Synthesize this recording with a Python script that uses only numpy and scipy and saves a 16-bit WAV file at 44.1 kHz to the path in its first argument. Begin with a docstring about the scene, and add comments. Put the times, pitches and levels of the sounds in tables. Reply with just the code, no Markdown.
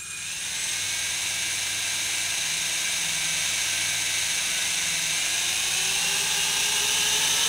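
"""A toy helicopter runs its two geared motors up to a steady whir, then faster still.
Gear teeth click and rub in the plastic body; shafts and meshes add tones and smeared buzz.
Rotor air and motor brushes are shaped noise, the coil whine is harmonics of the drive switching rate,
and brief squeals glide up as the shafts come up to speed.
A machine elsewhere in the house hums faintly, its partials swelling and sinking over low rumble."""
import sys
import numpy as np
from scipy import signal
from scipy.fft import rfft, irfft, next_fast_len
from scipy.io import wavfile

SR = 44100
rng = np.random.default_rng(int(sys.argv[2]) if len(sys.argv) > 2 else 0)


def digitize_waveform(pressure):
    """Quantize a signal to 16-bit integers and store it at the path in sys.argv[1].

    Rows of a 2-D input are taken as channels; values are limited to [-1, 1].
    """
    field = np.atleast_2d(pressure).T
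    bounded = np.clip(field, -1, 1)
    quanta = np.round(bounded * 32767).astype(np.int16)
    wavfile.write(sys.argv[1], SR, quanta)


N = 329982
TIME_S = np.arange(N) / SR
FFT_SIZE = next_fast_len(N)
BINS_HZ = np.maximum(np.arange(FFT_SIZE // 2 + 1) * SR / FFT_SIZE, 1)
CRUISE_TURNS_PER_S, TOP_TURNS_PER_S = 325, 415
PINION_TEETH, GEAR_TEETH = 7, 92


def from_db(db):
    """Decibels to gain."""
    return 10 ** (np.asarray(db) / 20)


def rms(x):
    """Root mean square."""
    return np.sqrt(np.mean(x ** 2) + 1e-20)


def in_time(rows):
    """Interpolate each column of a time table to every sample."""
    t_s, *columns = np.transpose(rows)
    return [np.interp(TIME_S, t_s, column) for column in columns]


def at_hz(points, hz):
    """Interpolate a spectrum on a log-frequency axis."""
    point_hz, point_db = np.transpose(points)
    return np.interp(np.log(hz), np.log(point_hz), point_db)


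def colour(x, gain):
    """Filter by a gain per frequency bin."""
    return irfft(rfft(x, FFT_SIZE) * gain, FFT_SIZE)[..., :N]


def noise(spectrum):
    """Gaussian noise of a given spectrum, rms 1."""
    x = colour(rng.standard_normal(N), from_db(at_hz(spectrum, BINS_HZ)))
    return x / rms(x)


def drift(rate_hz):
    """Two-pole low-passed random walk about zero, rms 1, computed at SR / 40."""
    step = 40
    pole = np.exp(-2 * np.pi * step * abs(rate_hz) / SR)
    settle = 2000
    white = rng.standard_normal(N // step + settle + 2)
    slow = signal.lfilter([1], [1, -2 * pole, pole * pole], white)[settle:]
    return np.interp(np.arange(N) / step, np.arange(len(slow)), slow / rms(slow))


def sines(phase):
    """Sine of rms 1."""
    return np.sqrt(2) * np.sin(phase)


def shaft_turns(turns_per_s, flutter):
    """Integrate a slightly fluttering motor speed to turns made so far."""
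    return np.cumsum(turns_per_s * (1 + flutter * drift(12))) / SR


def tooth_clatter(turns, wobble, blade_load, flaw_share, rub):
    """Each tooth clicks, over steady rubbing noise; the load swings with pinion and rotor angle."""
    teeth = turns * PINION_TEETH
    rotor_angle = 2 * np.pi * teeth / GEAR_TEETH
    count = int(teeth[-1])
    place = np.arange(count) % GEAR_TEETH
    # a tooth's own flaw returns every rotor turn, the backlash is new each time
    flaw = rng.standard_normal((2, GEAR_TEETH))[:, place]
    backlash = rng.standard_normal((2, count))
    share = np.clip(flaw_share, 0, 1)
    blow = np.sqrt(share) * flaw[0] + np.sqrt(1 - share) * backlash[0]
    force = np.tanh(blow)   # soft plastic limits the blow
    tooth = np.arange(count) + .2 * flaw[1] + .05 * backlash[1]
    sample = np.interp(tooth, teeth, np.arange(N)).astype(int)
    clicks = np.bincount(sample, force, N)
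    contact = clicks / rms(clicks) + rub * rng.standard_normal(N)
    # four blades: load also swings 4 and 8 times a rotor turn
    blades = .75 * np.cos(rotor_angle) + np.sin(4 * rotor_angle) + 1.2 * np.cos(8 * rotor_angle)
    loaded = contact * (1 + wobble * np.cos(2 * np.pi * turns) + blade_load * blades)
    return loaded / rms(loaded)


def gear_tones(turns, tones, boost, waver_db, sway, slack):
    """Shaft and mesh tones; the eccentric rotor gear sways phase, slack teeth blur the high ones."""
    rotor_angle = 2 * np.pi * turns * PINION_TEETH / GEAR_TEETH
    blur = slack * (0.21 + boost) * drift(97)
    angle = 2 * np.pi * turns + sway * np.sin(rotor_angle) + blur   # rad
    out = 0
    for k, cruise_db, top_db in tones:
        level_db = cruise_db + boost * (top_db - cruise_db) + waver_db * drift(6.0)
        out = out + from_db(level_db) * sines(k * angle + rng.uniform(0, 2 * np.pi))
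    return out


# Mesh vibration smeared by bouncing teeth, levels before the common buzz gain
# [f/motor rate, smear/Hz, level at cruise/dB, level at top speed/dB]
MESH_BUZZ = [(1, 25, -32, -22), (2.1, 70, -23, -19.5), (2.55, 70, -32, -23.5), (3.87, 45, -33, -24),
             (7.05, 70, -26, -19.5), (14.1, 90, -40, -21.5)]


def mesh_buzz(turns, boost):
    """Bouncing teeth smear the mesh tones: random quadrature amplitudes make gliding noise bands."""
    out = 0
    for k, smear_hz, cruise_db, top_db in MESH_BUZZ:
        angle = 2 * np.pi * k * turns
        band = drift(smear_hz) * np.cos(angle) + drift(smear_hz) * np.sin(angle)
        out = out + from_db(cruise_db + boost * (top_db - cruise_db)) * band
    return out


# Radiation slope of the plastic body, before normalising [f/Hz, level/dB]
BODY_SLOPE = [(100, -18.5), (330, -18.5), (550, -21), (900, -12.5), (1350, -18), (1650, -11), (2700, -3),
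              (4700, -9), (7300, -9.5), (10700, -8.5), (12400, -28), (16000, -24)]
# Body resonances [f/Hz, width/Hz, level/dB]
BODY_MODES = [(1516, 445, 5.5), (1985, 89, -4), (2210, 670, 1.5), (2690, 160, 1.5), (2840, 45, 1.5),
              (3037, 42, 4.5), (3420, 79, -3), (3703, 374, 7.5), (4040, 360, 5), (4480, 180, -2),
              (5800, 510, 5), (6397, 670, 10.5), (7300, 410, -2.5), (8300, 690, 4.5), (9600, 230, -2.5),
              (13200, 900, 2), (14900, 700, 6)]


def body_gain():
    """Body slope plus resonances in dB; white noise keeps its power."""
    modes_db = sum(db / (1 + (2 * (BINS_HZ - hz) / width_hz) ** 2) for hz, width_hz, db in BODY_MODES)
    gain = from_db(at_hz(BODY_SLOPE, BINS_HZ) + modes_db)
    return gain / rms(gain)


# Tones of each drive, levels before the common tone gain
# [f/motor rate, level at cruise/dB, level at top speed/dB]
FIRST_TONES = [(1, -19, -8), (2, -15, -11.5), (2.125, -17.5, -10), (3, -15, -12), (4, -17.5, -21),
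               (5, -20, -28), (6, -11.5, -18), (6.375, -13, -27), (7, -9.5, -18), (8, -16, -12),
               (8.5, -16, -14.5)]
SECOND_TONES = [(.64, -29, -13.5), (1, -17.5, -5.5), (1.999, -32, -17.5), (2.125, -30.5, -23),
                (3, -34, -14), (4, -21.5, -15), (5, -11.5, -37), (6.625, -22, -11.5), (7, -16, -16)]


def drives(speed, second_speed, first_db, second_db, tones_db, buzz_db):
    """Two gear trains shake one body; their tones grow as speed cubed up to cruise."""
    first = shaft_turns(speed, flutter=.0012)
    second = shaft_turns(second_speed, flutter=.002)
    clatter = from_db(first_db) * tooth_clatter(
        first, wobble=.18, blade_load=.12, flaw_share=.6, rub=.8)
    clatter += from_db(second_db) * tooth_clatter(
        second, wobble=0.046, blade_load=0.046, flaw_share=0.14, rub=0.63)
    # 0 at cruise, 1 at top speed
    boost = (speed - CRUISE_TURNS_PER_S) / (TOP_TURNS_PER_S - CRUISE_TURNS_PER_S)
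    boost = np.clip(boost, 0, 1.25)
    load = np.minimum(speed / CRUISE_TURNS_PER_S, 1) ** 3
    tones = gear_tones(first, FIRST_TONES, boost, waver_db=1.6, sway=.07, slack=.09)
    tones += gear_tones(second, SECOND_TONES, boost, waver_db=2.5, sway=0.023, slack=0.059)
    buzz = mesh_buzz((first + second) / 2, boost)
    song = from_db(tones_db) * tones + from_db(buzz_db) * buzz
    return colour(clatter + load * song, body_gain())


# Squeals of the shafts coming up to speed; the first row is the faint mesh tone, 6.375 times the motor rate, at
# the start [peak t/s, half-width to 1/e/s, f at peak/Hz, glide/(Hz/s), level/dB]
SQUEALS = [(.12, .2, 1404, 149, -51.5), (.31, 0.16, 2580, 1913, -43), (0.658, .11, 8120, 4280, -37)]


def shaft_squeals(spread_hz):
    """Rising tones with jittered pitch under Gaussian envelopes."""
    out = 0
    for peak_s, half_s, hz, glide_hz_per_s, db in SQUEALS:
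        pitch_hz = hz + glide_hz_per_s * (TIME_S - peak_s) + spread_hz * drift(250)
        envelope = np.exp(-((TIME_S - peak_s) / half_s) ** 2)
        out = out + from_db(db) * envelope * sines(2 * np.pi * np.cumsum(pitch_hz) / SR)
    return out


# Coil harmonics, levels before the common whine gain
# [f/switching rate, level with narrow pulses/dB, level with wide pulses/dB]
WHINE = [(2, -53, -46.5), (3, -44, -55), (7, -58, -63), (8, -50.5, -54), (9, -46.5, -50.5), (10, -47, -44),
         (11, -45, -48.5), (12, -52, -65), (13, -54.5, -62), (14, -67, -74), (15, -66, -60.5),
         (16, -73, -70), (17, -70, -65), (18, -66, -63), (19, -70, -71)]
SWITCHING_HZ = 816.4
NARROW_TURNS_PER_S, WIDE_TURNS_PER_S = 210, 455


def coil_whine(speed, whine_db, waver_db):
    """Switched current sings in the coils; pulse width follows speed and sets the harmonic mix."""
    width = (speed - NARROW_TURNS_PER_S) / (WIDE_TURNS_PER_S - NARROW_TURNS_PER_S)
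    width = np.clip(width, 0, 1)
    phase = 2 * np.pi * np.cumsum(SWITCHING_HZ * (1 + 0.00032 * drift(7.9))) / SR
    out = 0
    for k, narrow_db, wide_db in WHINE:
        level_db = whine_db + narrow_db + width * (wide_db - narrow_db) + waver_db * drift(52)
        out = out + from_db(level_db) * sines(k * phase + rng.uniform(0, 2 * np.pi))
    return out


# Motor brush hiss, relative density [f/Hz, level/dB]
BRUSH_HISS = [(3000, -25), (5000, 19), (7000, -3), (10000, 2), (12000, 8), (13200, 0), (14700, 2),
              (15700, 8)]


def brush_hiss(level_db):
    """Brush friction as treble noise with a quick random waver in level."""
    return from_db(level_db + 3.3 * drift(40)) * noise(BRUSH_HISS)


# Rotor air, relative density [f/Hz, level/dB]
WASH = [(60, -6), (220, -19), (310, -14), (410, -0.5), (520, 1.5), (680, -0.5), (880, 4.5), (1200, -12),
        (2000, -34), (5000, -6)]


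def rotor_wash(level_db):
    """Air stirred by the rotors as shaped noise."""
    return from_db(level_db) * noise(WASH)


# Diffuse rotor air and whir off the walls, relative density [f/Hz, level/dB]
DIFFUSE_AIR = [(30, -12), (90, 7), (180, 15.5), (400, 12), (750, 7), (1250, -0.5), (1600, -50), (2500, -90)]
DIFFUSE_WHIR = [(2000, -90), (2500, -39), (2850, 0.5), (3700, -7), (4700, 10.5), (5900, 15.5), (7000, 2),
                (7900, -10), (9000, 6.5), (10000, -2), (11600, 8.5), (14000, -1), (15000, -16)]


def diffuse_field(air_db, whir_db):
    """Scattered air and wall-reflected whir as noise for the side channel."""
    return from_db(air_db) * noise(DIFFUSE_AIR) + from_db(whir_db) * noise(DIFFUSE_WHIR)


# Hum swells, levels before the common hum gain [start t/s, end t/s, f/hum rate, level/dB]
SWELLS = [(.6, 2.4, 5, -51), (2.3, 2.8, 8, -50), (2.75, 3.7, 9, -53), (2.95, 3.5, 8, -46.5),
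          (3.3, 4.36, 5, -50), (3.7, 4.12, 8, -49), (4.25, 5.2, 9, -52.5), (4.8, 5.25, 8, -47),
          (5.2, 7.7, 5, -53.5), (5.6, 6.65, 8, -49), (5.9, 8.5, 9, -53), (6.848, 7.45, 8, -50)]
SWELL_FADE_S = 0.13


def hum_level(multiple, steady_db):
    """Gain of one partial: swells fade in, hold and fade out above the steady floor."""
    level = from_db(steady_db)
    for start_s, end_s, k, db in SWELLS:
        if round(k) == multiple:
            edge_s = np.minimum(TIME_S - start_s, end_s - TIME_S)
            level = np.maximum(level, from_db(db) * np.clip(edge_s / SWELL_FADE_S, 0, 1))
    return level


# Steady hum partials, levels before the common hum gain [f/hum rate, level/dB]
HUM = [(4, -65), (5, -59), (6, -65), (8, -57), (9, -63), (10, -63.5)]
# Room rumble, relative density [f/Hz, level/dB]
RUMBLE = [(12, -38), (20, -17), (32, -8), (48, 0.5), (86, -2), (166, -5.5), (236, -21), (311, -10),
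          (400, -8), (520, -25), (880, -70)]
HUM_RATE_HZ = 19.78


def room(rumble_db, hum_db, waver_db, wander_hz):
    """A distant machine's hum, multiples of one slow rate with wandering pitch, over rumble noise."""
    hum = 0
    for k, steady_db in HUM:
        phase = 2 * np.pi * np.cumsum(round(k) * HUM_RATE_HZ + wander_hz * drift(4.3)) / SR
        level = hum_level(round(k), steady_db) * from_db(waver_db * drift(6.2))
        hum = hum + level * sines(phase)
    return from_db(hum_db) * hum + from_db(rumble_db) * noise(RUMBLE)


# Drive effort as whir level, before the clatter offset [t/s, level/dB]
EFFORT = [(0.03, -42.5), (0.28, -34.5), (0.65, -29.5), (3.46, -27), (4.95, -27), (6.87, -25.5), (7.45, -25)]
# Motor speeds, parting and meeting as the throttle moves [t/s, first/(turns/s), second/(turns/s)]
MOTORS = [(0.0, 217.4, 220.6), (0.55, 297.2, 305.3), (1.06, 325.0, 322.3), (1.59, 330.7, 314.7),
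          (2.63, 333.0, 314.3), (3.29, 326.3, 312.0), (4.16, 325.5, 310.9), (4.71, 328.4, 298.3),
          (5.06, 325.8, 311.4), (5.6, 361.3, 349.8), (6.05, 397.0, 392.7), (6.44, 411.7, 394.6),
          (7.01, 427.3, 415.7), (7.48, 440.5, 442.6)]


def scene():
    """Toy in the centre; diffuse air, whir and room sound also in the side channel."""
    whir_db, = in_time(EFFORT)
    speed, second_speed = in_time(MOTORS)
    octaves = np.log2(speed / CRUISE_TURNS_PER_S)
    # air and brush noise grow faster with speed than clatter
    clatter_db = whir_db - 1.3 - 1.7 * octaves
    wash_db = clatter_db - 16.5 + 14 * octaves
    brush_db = clatter_db - 20.0 + 17 * octaves
    toy = from_db(clatter_db) * drives(
        speed, second_speed, first_db=-0.62, second_db=-2.5, tones_db=-6.5, buzz_db=4.5)
    toy += shaft_squeals(spread_hz=135) + coil_whine(speed, whine_db=-0.3, waver_db=4.0)
    toy += brush_hiss(brush_db) + rotor_wash(wash_db)
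    mid = toy + room(rumble_db=-57.5, hum_db=-2.05, waver_db=0.74, wander_hz=0.806)
    side = diffuse_field(air_db=wash_db - 12.5, whir_db=clatter_db - 21)
    side += room(rumble_db=-62.5, hum_db=-16.5, waver_db=4.0, wander_hz=1.55)
    return np.array([mid + side, mid - side])


def record(dry):
    """Steep low-pass."""
    cutoff_hz = 15700
    return colour(dry, 1 / np.sqrt(1 + (BINS_HZ / cutoff_hz) ** 400))


dry = scene()
out = record(dry)
digitize_waveform(out)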